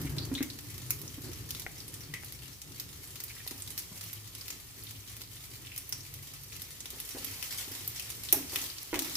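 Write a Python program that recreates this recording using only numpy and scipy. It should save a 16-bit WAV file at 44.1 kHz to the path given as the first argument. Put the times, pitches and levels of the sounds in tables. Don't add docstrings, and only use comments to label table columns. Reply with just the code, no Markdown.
import sys
import numpy as np
from scipy import signal
from scipy.fft import rfft, irfft
from scipy.io import wavfile
from scipy.ndimage import uniform_filter1d

SR = 44100
rng = np.random.default_rng(int(sys.argv[2]) if len(sys.argv) > 2 else 0)


def voltage_ratio(level):
    return 10 ** (np.asarray(level, float) / 20)


def transcribe(u):
    v = np.clip(np.atleast_2d(u).T, -1, 1)
    q = np.round(v * 32767).astype(np.int16)
    wavfile.write(sys.argv[1], SR, q)


N = 403956

# start in seconds, peak in dB before reflections, cavity pitch in Hz,
# left-right difference in dB, share of cavity ring 0-1.
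LARGE_BUBBLES = [(0.015, -28, 12200, -4, 0.3), (0.055, -28, 14500, -4, .05), (0.183, -21, 4070, 0, 1),
                 (.227, -36, 4370, 1, 0.6), (.251, -27, 6600, 0, 0.1), (.34, -24, 9000, -4, 0.1),
                 (0.351, -23.5, 3600, 3.5, 0.9), (0.427, -20, 14100, 0, 0), (0.5007, -28, 4270, 0, 0.5),
                 (0.588, -27, 4500, -1, 0.04), (0.7792, -27, 5500, -3, 0.05), (0.885, -40, 6350, -1, .1),
                 (0.9056, -9.5, 12400, 0.5, 0.32), (0.9054, -24, 2300, 2, 0.9),
                 (1.0154, -27, 12600, -2, 0.3), (1.078, -27.5, 6020, 1, 0.9),
                 (1.2082, -39, 12400, -1.5, 0.5), (1.332, -26, 6000, -.5, 0.13), (1.48, -41, 4860, -3, 0.3),
                 (1.506, -18, 12000, 1, 0), (1.5482, -24.5, 3820, 1, 0.14), (1.596, -22, 12000, 1, 0.04),
                 (1.6187, -27, 3730, -4, 0.16), (1.803, -30.5, 4830, 2, 0.5), (1.88, -26, 9400, 0, 0.4),
                 (1.94, -23.5, 9300, -1, 0.27), (2.1385, -21, 2080, -2, 0.17),
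                 (2.2453, -29.5, 11900, -1.5, 0.5), (2.323, -26, 11400, 1, .27),
                 (2.6167, -25, 7140, -1, 0.18), (2.72, -31.5, 5950, 3, .2), (2.7981, -18.5, 11600, 1, 0),
                 (3.0829, -40, 11900, -1, 0.3), (3.1567, -26, 6800, 2, 0.07), (3.202, -22.5, 4350, 1, 0.1),
                 (3.2373, -24, 14100, -1, 0.4), (3.295, -32, 5000, -.5, 0.1), (3.465, -31, 4000, 4, 0),
                 (3.4749, -20.5, 11200, -1, 0.23), (3.476, -28, 4200, -3, .9),
                 (3.5093, -23.5, 4840, 2, 0.02), (3.621, -22.5, 8400, -2.5, 0.5),
                 (3.675, -26.5, 3820, -1, 0.14), (3.704, -26, 9500, -8, 0.3), (3.777, -18, 9800, 0, 0),
                 (3.788, -22, 12000, 2, 0.3), (3.793, -22.5, 8900, 0, 0.26), (3.799, -30, 11000, -2, 0.2),
                 (3.9763, -27.5, 11800, -1.5, 0), (4.01, -25.5, 4700, -.5, 0.1),
                 (4.038, -29, 12100, -5, 0.2), (4.13, -23.5, 12800, -1, 0.3), (4.275, -31, 6950, 0, 0.15),
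                 (4.35, -26, 12900, -2, 0.03), (4.41, -31, 4800, -3, 0.4), (4.481, -23, 12200, 0, 0.06),
                 (4.5034, -20.5, 4470, 1, 0.06), (4.836, -29, 11800, -2, 0.55), (4.825, -37, 4600, 0, .9),
                 (4.868, -35, 3670, 0, 1), (4.888, -38, 3500, 0, 0.4), (5.083, -40, 2980, 0, 0.4),
                 (5.367, -40, 3570, 0, 1), (4.9081, -28.5, 5800, 1, 0), (5.166, -29.5, 14300, 0, 0.1),
                 (5.209, -31, 9000, 0, 0), (5.2164, -24.5, 4480, -1, 0.06), (5.236, -36, 4500, -2, 0.4),
                 (5.3316, -33, 7230, 1, .1), (5.441, -36, 4860, -3, 0.7), (5.537, -32, 14600, 1, 0),
                 (5.555, -32, 12000, 2, 0), (5.648, -39, 3000, 0, 0.5), (5.718, -35, 2500, 1, .7),
                 (5.669, -33.5, 3080, 0, 0.9), (5.7622, -25, 12000, 1, 0.2), (5.7774, -19, 11000, 0, 0.3),
                 (5.892, -26.5, 14000, -3, .4), (5.9241, -15, 5400, -1, 0.15), (6.006, -31, 5540, -.5, 0.6),
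                 (6.052, -39, 2300, .5, 0.27), (6.139, -27.5, 14700, 0, 0.25), (6.434, -33, 12400, -3, 0.4),
                 (6.522, -34, 2380, 0, 0.34), (6.564, -29, 14000, -4, 0.1), (6.6185, -22, 11600, 1, 0.13),
                 (6.8043, -22, 7100, -2, 0.44), (6.856, -24, 3300, 1, 0.14), (6.9032, -25.5, 13700, 0, 0.1),
                 (7.001, -22.5, 11100, -1, 0.3), (7.09, -25.5, 13900, -6, 0.05),
                 (7.245, -21.5, 11800, -7, 0.3), (7.426, -19, 2770, 8, 0.07), (7.5252, -21, 4940, -3, 0.08),
                 (7.876, -17, 14000, 2, 0.6), (7.996, -19.5, 2740, 2, 0.08), (8.102, -19.5, 9600, -1, 0.24),
                 (8.235, -23.5, 11900, -1.5, 0.14), (8.287, -25, 3800, -2, 1), (8.3256, -3, 12200, -1, 0.5),
                 (8.5345, -24, 14400, 0, 0.2), (8.5586, -11.5, 2820, 1, 0.18),
                 (8.6155, -18.5, 6500, -2, 0.25), (8.64, -25, 4370, 1, 0.2), (8.6998, -28.5, 4460, 2, 0.4),
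                 (8.783, -26.5, 4760, -3, 0.5), (8.9418, -18.5, 2160, 0, 0.2), (8.957, -19, 3200, 1, 0.17),
                 (8.9908, -12, 12300, 0.5, 0.04), (9.0206, -19, 5120, 1, 0.07),
                 (9.068, -30.5, 2350, -3, 0.4), (9.096, -26, 13000, 4, 0), (9.1534, -14.5, 5370, 0, 0.22)]
# time in seconds, hiss level in dB.
FRYING = [(0, -48), (.1, -53.5), (1.76, -53.5), (2.55, -56), (3.16, -54), (3.34, -52), (3.98, -51.5),
          (4.21, -53.5), (5.64, -54), (6.28, -52.5), (6.89, -53), (7.02, -49.5), (7.42, -45.5),
          (8.21, -48.5), (8.49, -46), (8.57, -42.5), (8.66, -43), (8.75, -48.5), (8.98, -50), (9.16, -43)]
# frequency in Hz, relative level in dB per Hz.
FIZZ_COLOUR = [(240, -25.5), (400, -4), (618, -8.5), (899, -6.5), (1330, -6.5), (1570, -10.5), (1780, -5),
               (2250, -3.5), (3760, -3), (5730, -1), (7940, -4), (13900, -1), (15550, -5), (15750, -70)]
# frequency in Hz, relative dB per Hz.
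POP_TOP = [(15550, -9), (15800, -30), (16550, -36), (16750, -70)]
# start in seconds, body level in dB, body pitch in Hz, time held before damping
# in seconds, share of the pan's response 0-1.
KNOCKS = [(.048, -33.5, 280, 0.011, 0.05), (0.315, -27.5, 267, 0.019, 0.14),
          (.406, -25, 279.5, 0.011, 0.07), (1.179, -40.5, 275, 0.0089, .3), (3.512, -38, 268, 0.0045, 0.2),
          (3.915, -43, 199, 0.0076, 0.33), (6.931, -44.5, 397, 0.003, 0.35), (6.97, -50, 450, 0.0028, 0.14),
          (7.148, -34.5, 303, 0.003, 0.41), (7.168, -41, 480, 0.0053, 0.15), (7.269, -50, 267, 0.0055, .2),
          (7.675, -43, 292, 0.005, 0.3), (7.713, -44, 353, 0.0033, 0.15), (7.812, -50, 330, 0.0041, 0.4),
          (8.328, -30, 342, 0.0072, 0.55), (8.529, -41, 356, 0.005, 0.58), (8.929, -30, 316, 0.012, 0.74),
          (8.954, -36.5, 319, 0.0215, .1)]
# frequency in Hz, level in dB before tilt, t60 in seconds.
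PAN_MODES = [(220, -8, .25), (245, -2, .35), (272, 3, .38), (298, 4, .42), (327, 2, .42), (368, -1, .35),
             (410, -4, .22), (480, -7, .08), (560, -1, .09), (700, -9, .05), (830, -3, .06), (950, -2, .05),
             (1150, -9, .04), (1400, -11, .035), (1650, -4, .04), (1900, -5, .035), (2200, -4, .03),
             (2450, -7, .03)]
# start in seconds, peak in dB before reflections, left-right difference
# in dB, damping of upper modes in dB per octave, freedom to ring 0-1.
TAPS = [(.407, -30.5, 6, -9, 0), (1.665, -23.5, 2, 12.5, 0.16), (2.138, -34.5, 5, -10, 1),
        (2.235, -34.5, 6, 15, 0.05), (3.465, -38.5, 0, 29, 0), (8.93, -26.5, -13, 19, 0.02)]
# frequency in Hz, level in dB before tilt, t60 in seconds when ringing freely.
BOWL_MODES = [(810, 3.5, 0.14), (1583, 8, 0.2), (1790, -1, .14), (1900, 5, 0.17), (1990, 19, .2),
              (2050, 7, 0.2), (2100, 14, .18), (2200, 18, 0.19), (2300, 8, 0.15), (2480, 2, .08),
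              (3130, -4, 0.24)]
# start in seconds, end in seconds, start resonance in Hz,
# end resonance in Hz, level in dB.
SCRAPES = [(0.018, 0.102, 2740, 2200, -50), (0.192, 0.263, 4320, 4540, -48.5),
           (0.358, 0.398, 3900, 3930, -45.5), (0.36, 0.455, 2150, 2100, -45.5),
           (3.297, 3.32, 2390, 2260, -45), (3.36, 3.382, 1950, 1950, -55),
           (3.391, 3.428, 1860, 2300, -51.5), (5.628, 5.78, 2300, 2600, -57.5)]
# time in seconds, rumble level in dB before flutter.
DRAUGHT = [(0, -39), (.28, -43.5), (.56, -52), (.79, -47.5), (.92, -49.5), (1.2, -47), (1.38, -46),
           (1.91, -51.5), (2.63, -52.5), (3.16, -55.5), (3.6, -55), (5, -56), (6.45, -55.5), (6.91, -58),
           (7.8, -55), (8.55, -52.5), (8.75, -57), (9.16, -54)]
# frequency in Hz, relative level in dB per Hz.
RUMBLE_COLOUR = [(15, -60), (30, -29), (45, -16), (60, 1), (78, -5.5), (102, -1.5), (140, 0), (172, -7.5),
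                 (200, -9), (260, -14), (440, -120)]
# frequency in Hz, relative level in dB per Hz.
ROAR_COLOUR = [(110, -45), (180, -11), (221, 1.5), (280, 4), (366, 4), (618, -10.5), (1290, -11.5),
               (1500, -14), (1950, -12), (3300, -120)]
# frequency in Hz, width in Hz, boost in dB.
STANDING_WAVES = [(67.4, 8.9, 7.5), (93, 12.5, 9), (113, 15.4, 9.5), (144.7, 9.9, 6), (173.5, 9.2, 6),
                  (275, 14, 4.5)]
# start in seconds, length in seconds, starting pitch in Hz,
# level in dB before waver.
HUM_TONES = [(0, .22, 149, -43), (.78, .17, 125, -51), (1.15, .3, 120, -54), (2.08, .08, 149, -48),
             (2.2, .4, 131, -58), (3.55, .2, 97, -58), (3.9, .6, 105, -56), (4.65, 1, 107, -57),
             (5.6, 1.15, 95, -58), (5.8, .75, 136, -59), (7.25, .2, 100, -58), (7.6, .35, 105, -57)]
# frequency in Hz, relative level in dB per Hz.
MURMUR_COLOUR = [(10, -22), (22, -17), (40, -4), (62, 1.5), (85, -1.5), (140, -38.5)]
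# frequency in Hz, correlation -1 to 1.
LIKENESS = [(40, 0.46), (120, 0.93), (300, 0.72), (500, 0.49), (800, 0.13), (1650, 0.25), (4970, -0.44),
            (15000, -0.0014)]
# frequency in Hz, t60 in seconds.
CORNER_DECAY = [(250, 0.74), (800, 0.6), (2000, 0.35), (5000, 0.31), (12000, 0.23)]
# nominal delay in ms, level in dB over the near scatter.
ECHOES = [(2.602, -9.5), (5, -5.5), (7.2, -7)]
# frequency in Hz, left-right difference in dB.
MIC_LEAN = [(60, 2.5), (500, -0.6), (4000, 1), (8000, -0.5), (14000, -2)]


def evened(x):
    return x / np.sqrt(np.mean(x ** 2) + 1e-20)


def wander(x, size):
    return evened(uniform_filter1d(uniform_filter1d(x, size=size), size=size))


def read(points, hz):
    f, value = np.transpose(points)
    return np.interp(np.log(hz + 1), np.log(f + 1), value)


def curve(rows):
    return np.interp(np.arange(N) / SR, *np.transpose(rows))


def add(mix, start_s, sound, pan_db):
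    for side, lag, db in ((0, 3, pan_db / 2), (1, 0, -pan_db / 2)):
        part = mix[side, round(start_s * SR) + lag:][:len(sound)]
        part += voltage_ratio(db) * sound[:len(part)]


def ring(x, hz, width_hz):
    r = np.exp(-np.pi * width_hz / SR)
    turn = 2 * np.pi * min(hz, 0.45 * SR) / SR
    y = signal.lfilter([1, 0, -1], [1, -2 * r * np.cos(turn), r * r], x)
    return y / abs(y).max()


def modes(table, t, tilt_db=0, free=1):
    y = 0
    for hz, db, t60_s in table:
        level_db = db - tilt_db * np.log2(hz / 1400) - 60 * t / (t60_s * free)
        y = y + voltage_ratio(level_db) * np.sin(2 * np.pi * hz * t)
    return y / abs(y).max()


def highpass(x, hz):
    return signal.lfilter([1, -1], [1, -np.exp(-2 * np.pi * hz / SR)], x)


def colour(points):
    log_gain = np.log(voltage_ratio(np.maximum(read(points, np.fft.rfftfreq(4096, 1 / SR)), -100)))
    full = np.concatenate([log_gain, log_gain[-2:0:-1]])
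    return np.fft.ifft(np.exp(np.conj(signal.hilbert(full)))).real[:2048]


def noise(points, patchy_db, resonances=()):
    frames, hz = N // 2048 + 5, np.fft.rfftfreq(8192, 1 / SR)
    a, b, c, d, patches = rng.standard_normal((frames, 4097, 5)).T
    patches = evened(uniform_filter1d(uniform_filter1d(patches, size=40, axis=0), size=2, axis=1))
    same = np.clip(read(LIKENESS, hz), -1, 1)[:, None]
    left = a + 1j * b
    z = np.array([left, same * left + np.sqrt(1 - same ** 2) * (c + 1j * d)])
    shape_db = read(points, hz)
    for f, width, db in resonances:
        shape_db = shape_db + db / (1 + (2 * (hz - f) / width) ** 2)
    z *= voltage_ratio(shape_db[:, None] + patchy_db * patches)
    return evened(signal.istft(z, nperseg=8192, noverlap=6144)[1][:, :N])


def burst(shake, hz, share, spit_ms):
    t = np.arange(len(shake)) / SR - 0.0007
    spit = 0.093 * shake * np.exp(-1000 * abs(t) / max(spit_ms, 0.1))
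    spit[np.argmin(abs(t))] = 1
    share = np.clip(share, 0, 1)
    return (1 - share) * spit + share * ring(spit, hz, 0.2 * hz)


def pops():
    mix = np.zeros((2, N))
    tint = colour(FIZZ_COLOUR[:-2] + POP_TOP)[:256]
    shakes = rng.standard_normal((len(LARGE_BUBBLES), 800))
    for (start_s, db, hz, pan_db, share), shake in zip(LARGE_BUBBLES, shakes):
        thin = highpass(tint, min(2200, 0.19 * hz))
        spit_ms = 0.2 + 0.02 * (db + 29)
        pop = np.convolve(burst(shake, hz, share, spit_ms), thin)
        add(mix, start_s, voltage_ratio(db) * pop / abs(pop).max(), pan_db)
    return mix


def sizzle(per_s, spread_db, share, biggest, kinds=24):
    mix = np.zeros((2, N))
    size_db = spread_db * np.minimum(rng.exponential(1, N), biggest)
    size = voltage_ratio(size_db) * (rng.random(N) < per_s / SR)
    kind = rng.integers(0, kinds, N)
    for k, hz in enumerate(np.geomspace(2000, 15000, kinds)):
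        grain = evened(burst(rng.standard_normal(300), hz, share, spit_ms=0.78))
        add(mix, 0, signal.oaconvolve(size * (kind == k), grain), 3 * rng.standard_normal())
    mix = highpass(mix, 1040)
    return evened(signal.oaconvolve(mix, colour(FIZZ_COLOUR)[None], axes=1)[:, :N])


def hiss():
    return noise(FIZZ_COLOUR, patchy_db=1.0)


def knocks():
    rise_s, release_s, lean_db = 0.00082, 0.0026, 0.5
    bounce_s, bounce = 0.039, 0.86
    mix, t = np.zeros((2, N)), np.arange(SR // 2) / SR
    for (start_s, db, hz, held_s, pan), shake in zip(KNOCKS, rng.standard_normal((len(KNOCKS), len(t)))):
        envelope = (1 - np.exp(-t / rise_s)) * np.exp(-np.maximum(t - held_s, 0) / release_s)
        body = (1 - 0.14 * pan) * np.sin(2 * np.pi * hz * t) * envelope
        crack = ring(ring(shake * np.exp(-t / 0.035), 356, 240), 270, 1780)
        tilt_db = 0.54 * (-35.0 - db)
        rattle = signal.fftconvolve(shake * np.exp(-t / 0.036), modes(PAN_MODES, t, tilt_db))[:len(t)]
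        blow = body + pan * (1.24 * crack + rattle / abs(rattle).max())
        add(mix, start_s, voltage_ratio(db) * blow, lean_db)
        add(mix, start_s + bounce_s, voltage_ratio(db) * bounce * pan * (body + 0.37 * crack), lean_db)
    return mix


def taps():
    mix, t = np.zeros((2, N)), np.arange(SR // 4) / SR
    for (start_s, db, pan_db, damp_db, free), shake in zip(TAPS, rng.standard_normal((len(TAPS), len(t)))):
        chatter = 0.038 * np.clip(free, 0, 1) * shake * np.exp(-t / 0.028)
        chatter[0] = 1
        bowl = signal.fftconvolve(chatter, modes(BOWL_MODES, t, damp_db, max(free, 0.05)))[:len(t)]
        tick = ring(np.exp(-t / 0.0001), 1700, 1600)
        tap = bowl / abs(bowl).max() + 0.12 * tick
        add(mix, start_s, voltage_ratio(db) * tap / abs(tap).max(), pan_db)
    return mix


def scrapes():
    mix = np.zeros((2, N))
    for start_s, end_s, start_hz, end_hz, db in SCRAPES:
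        n = round((end_s - start_s) * SR)
        slips = rng.standard_normal(n) * (rng.random(n) < 800 / SR)
        fade = np.linspace(0, 1, n)
        rub = (1 - fade) * evened(ring(slips, start_hz, 360)) + fade * evened(ring(slips, end_hz, 240))
        add(mix, start_s, voltage_ratio(db) * rub * signal.windows.tukey(n, 0.6), 0)
    return mix


def fire():
    draught_db = curve(DRAUGHT)
    flutter = wander(rng.standard_normal(N), 3000)
    rumble_db = draught_db + 0.99 * flutter
    roar_db = -57.5 + 1.03 * (draught_db + 50.5) + 1.96 * flutter
    rumble = voltage_ratio(rumble_db) * noise(RUMBLE_COLOUR, 0.6, STANDING_WAVES)
    roar = voltage_ratio(roar_db) * noise(ROAR_COLOUR, 1.0, STANDING_WAVES)
    return rumble + roar


def hum():
    rise_hz_per_s, waver_hz, waver_db = 3.5, 4, 3.2
    mix = np.zeros(N)
    pitch_drift, level_drift = (wander(v, 1100) for v in rng.standard_normal((2, N)))
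    for start_s, length_s, start_hz, db in HUM_TONES:
        a, n = round(start_s * SR), round(length_s * SR)
        hz = start_hz + rise_hz_per_s * np.arange(n) / SR + waver_hz * pitch_drift[a:a + n]
        tone = np.sqrt(2) * np.sin(2 * np.pi * np.cumsum(hz) / SR)
        mix[a:a + n] += voltage_ratio(db) * tone * signal.windows.tukey(n, 0.4)
    return mix * voltage_ratio(waver_db * level_drift)


def murmur():
    return voltage_ratio(-62) * noise(MURMUR_COLOUR, patchy_db=0.59)


def reflections(near_db, far_db):
    near_t60_s = 0.024
    sparse = np.zeros((2, SR // 2))
    at = np.arange(6, SR // 2 - 12, 12) + rng.integers(0, 12, (2, (SR // 2 - 7) // 12))
    np.put_along_axis(sparse, at, rng.choice([-1., 1.], at.shape), 1)
    hz, t, z = signal.stft(sparse, SR, nperseg=512)
    same = np.clip(read(LIKENESS, hz), -1, 1)[:, None]
    z[1] = same * z[0] + np.sqrt(1 - same ** 2) * z[1]

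    near = signal.istft(z, SR, nperseg=512)[1][:, :2048] * voltage_ratio(-60 * np.arange(2048) / SR / near_t60_s)
    near *= voltage_ratio(near_db) / np.linalg.norm(near[0])
    near[:, 0] = 1
    for ms, db in ECHOES:
        at = np.rint(ms * rng.uniform(0.85, 1.15, 2) * SR / 1000).astype(int)
        near[[0, 1], at] += voltage_ratio(db + near_db)
    spectrum = rfft(near, 4096)
    spectrum *= np.linalg.norm(near[0]) / np.sqrt(uniform_filter1d(abs(spectrum) ** 2, size=60))

    tail = signal.istft(z * voltage_ratio(-60 * t / read(CORNER_DECAY, hz)[:, None]), SR, nperseg=512)[1]
    tail *= voltage_ratio(far_db) / np.linalg.norm(tail[0])
    tail[:, :2048] += irfft(spectrum)[:, :2048]
    spectrum = rfft(tail)
    power = abs(spectrum) ** 2
    levelling = np.sqrt(uniform_filter1d(power, size=2500) / uniform_filter1d(power, size=350))
    return irfft(spectrum * levelling)


def corner(dry, near_db, far_db, count=4):
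    spot = (np.arange(N) // 2500) % count
    wet = 0
    for k in range(count):
        part = dry * uniform_filter1d(1. * (spot == k), size=300)
        wet = wet + signal.oaconvolve(part, reflections(near_db, far_db), axes=1)[:, :N]
    return wet


def scene():
    bubbles = corner(pops(), near_db=-2.0, far_db=0.0)
    fine = evened(corner(sizzle(per_s=300, spread_db=5.2, share=0.079, biggest=3.9), 0.57, 13.2))
    crackle = evened(corner(sizzle(per_s=60, spread_db=3.8, share=0.56, biggest=2.34), 0, 0))
    oil = voltage_ratio(2.5) * fine + voltage_ratio(-7.0) * crackle + hiss()
    blows = corner(knocks() + taps() + scrapes(), near_db=-9, far_db=-10)
    return bubbles + voltage_ratio(curve(FRYING)) * oil + blows + fire() + hum() + murmur()


def top_cut(x):
    return signal.sosfilt(signal.butter(12, 16720, fs=SR, output="sos"), x)


def record(dry):
    lean_db = read(MIC_LEAN, np.fft.rfftfreq(N, 1 / SR)) * np.array([[0.5], [-0.5]])
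    mix = irfft(rfft(dry) * voltage_ratio(lean_db), N)
    return top_cut(mix)


dry = scene()
out = record(dry)
transcribe(out)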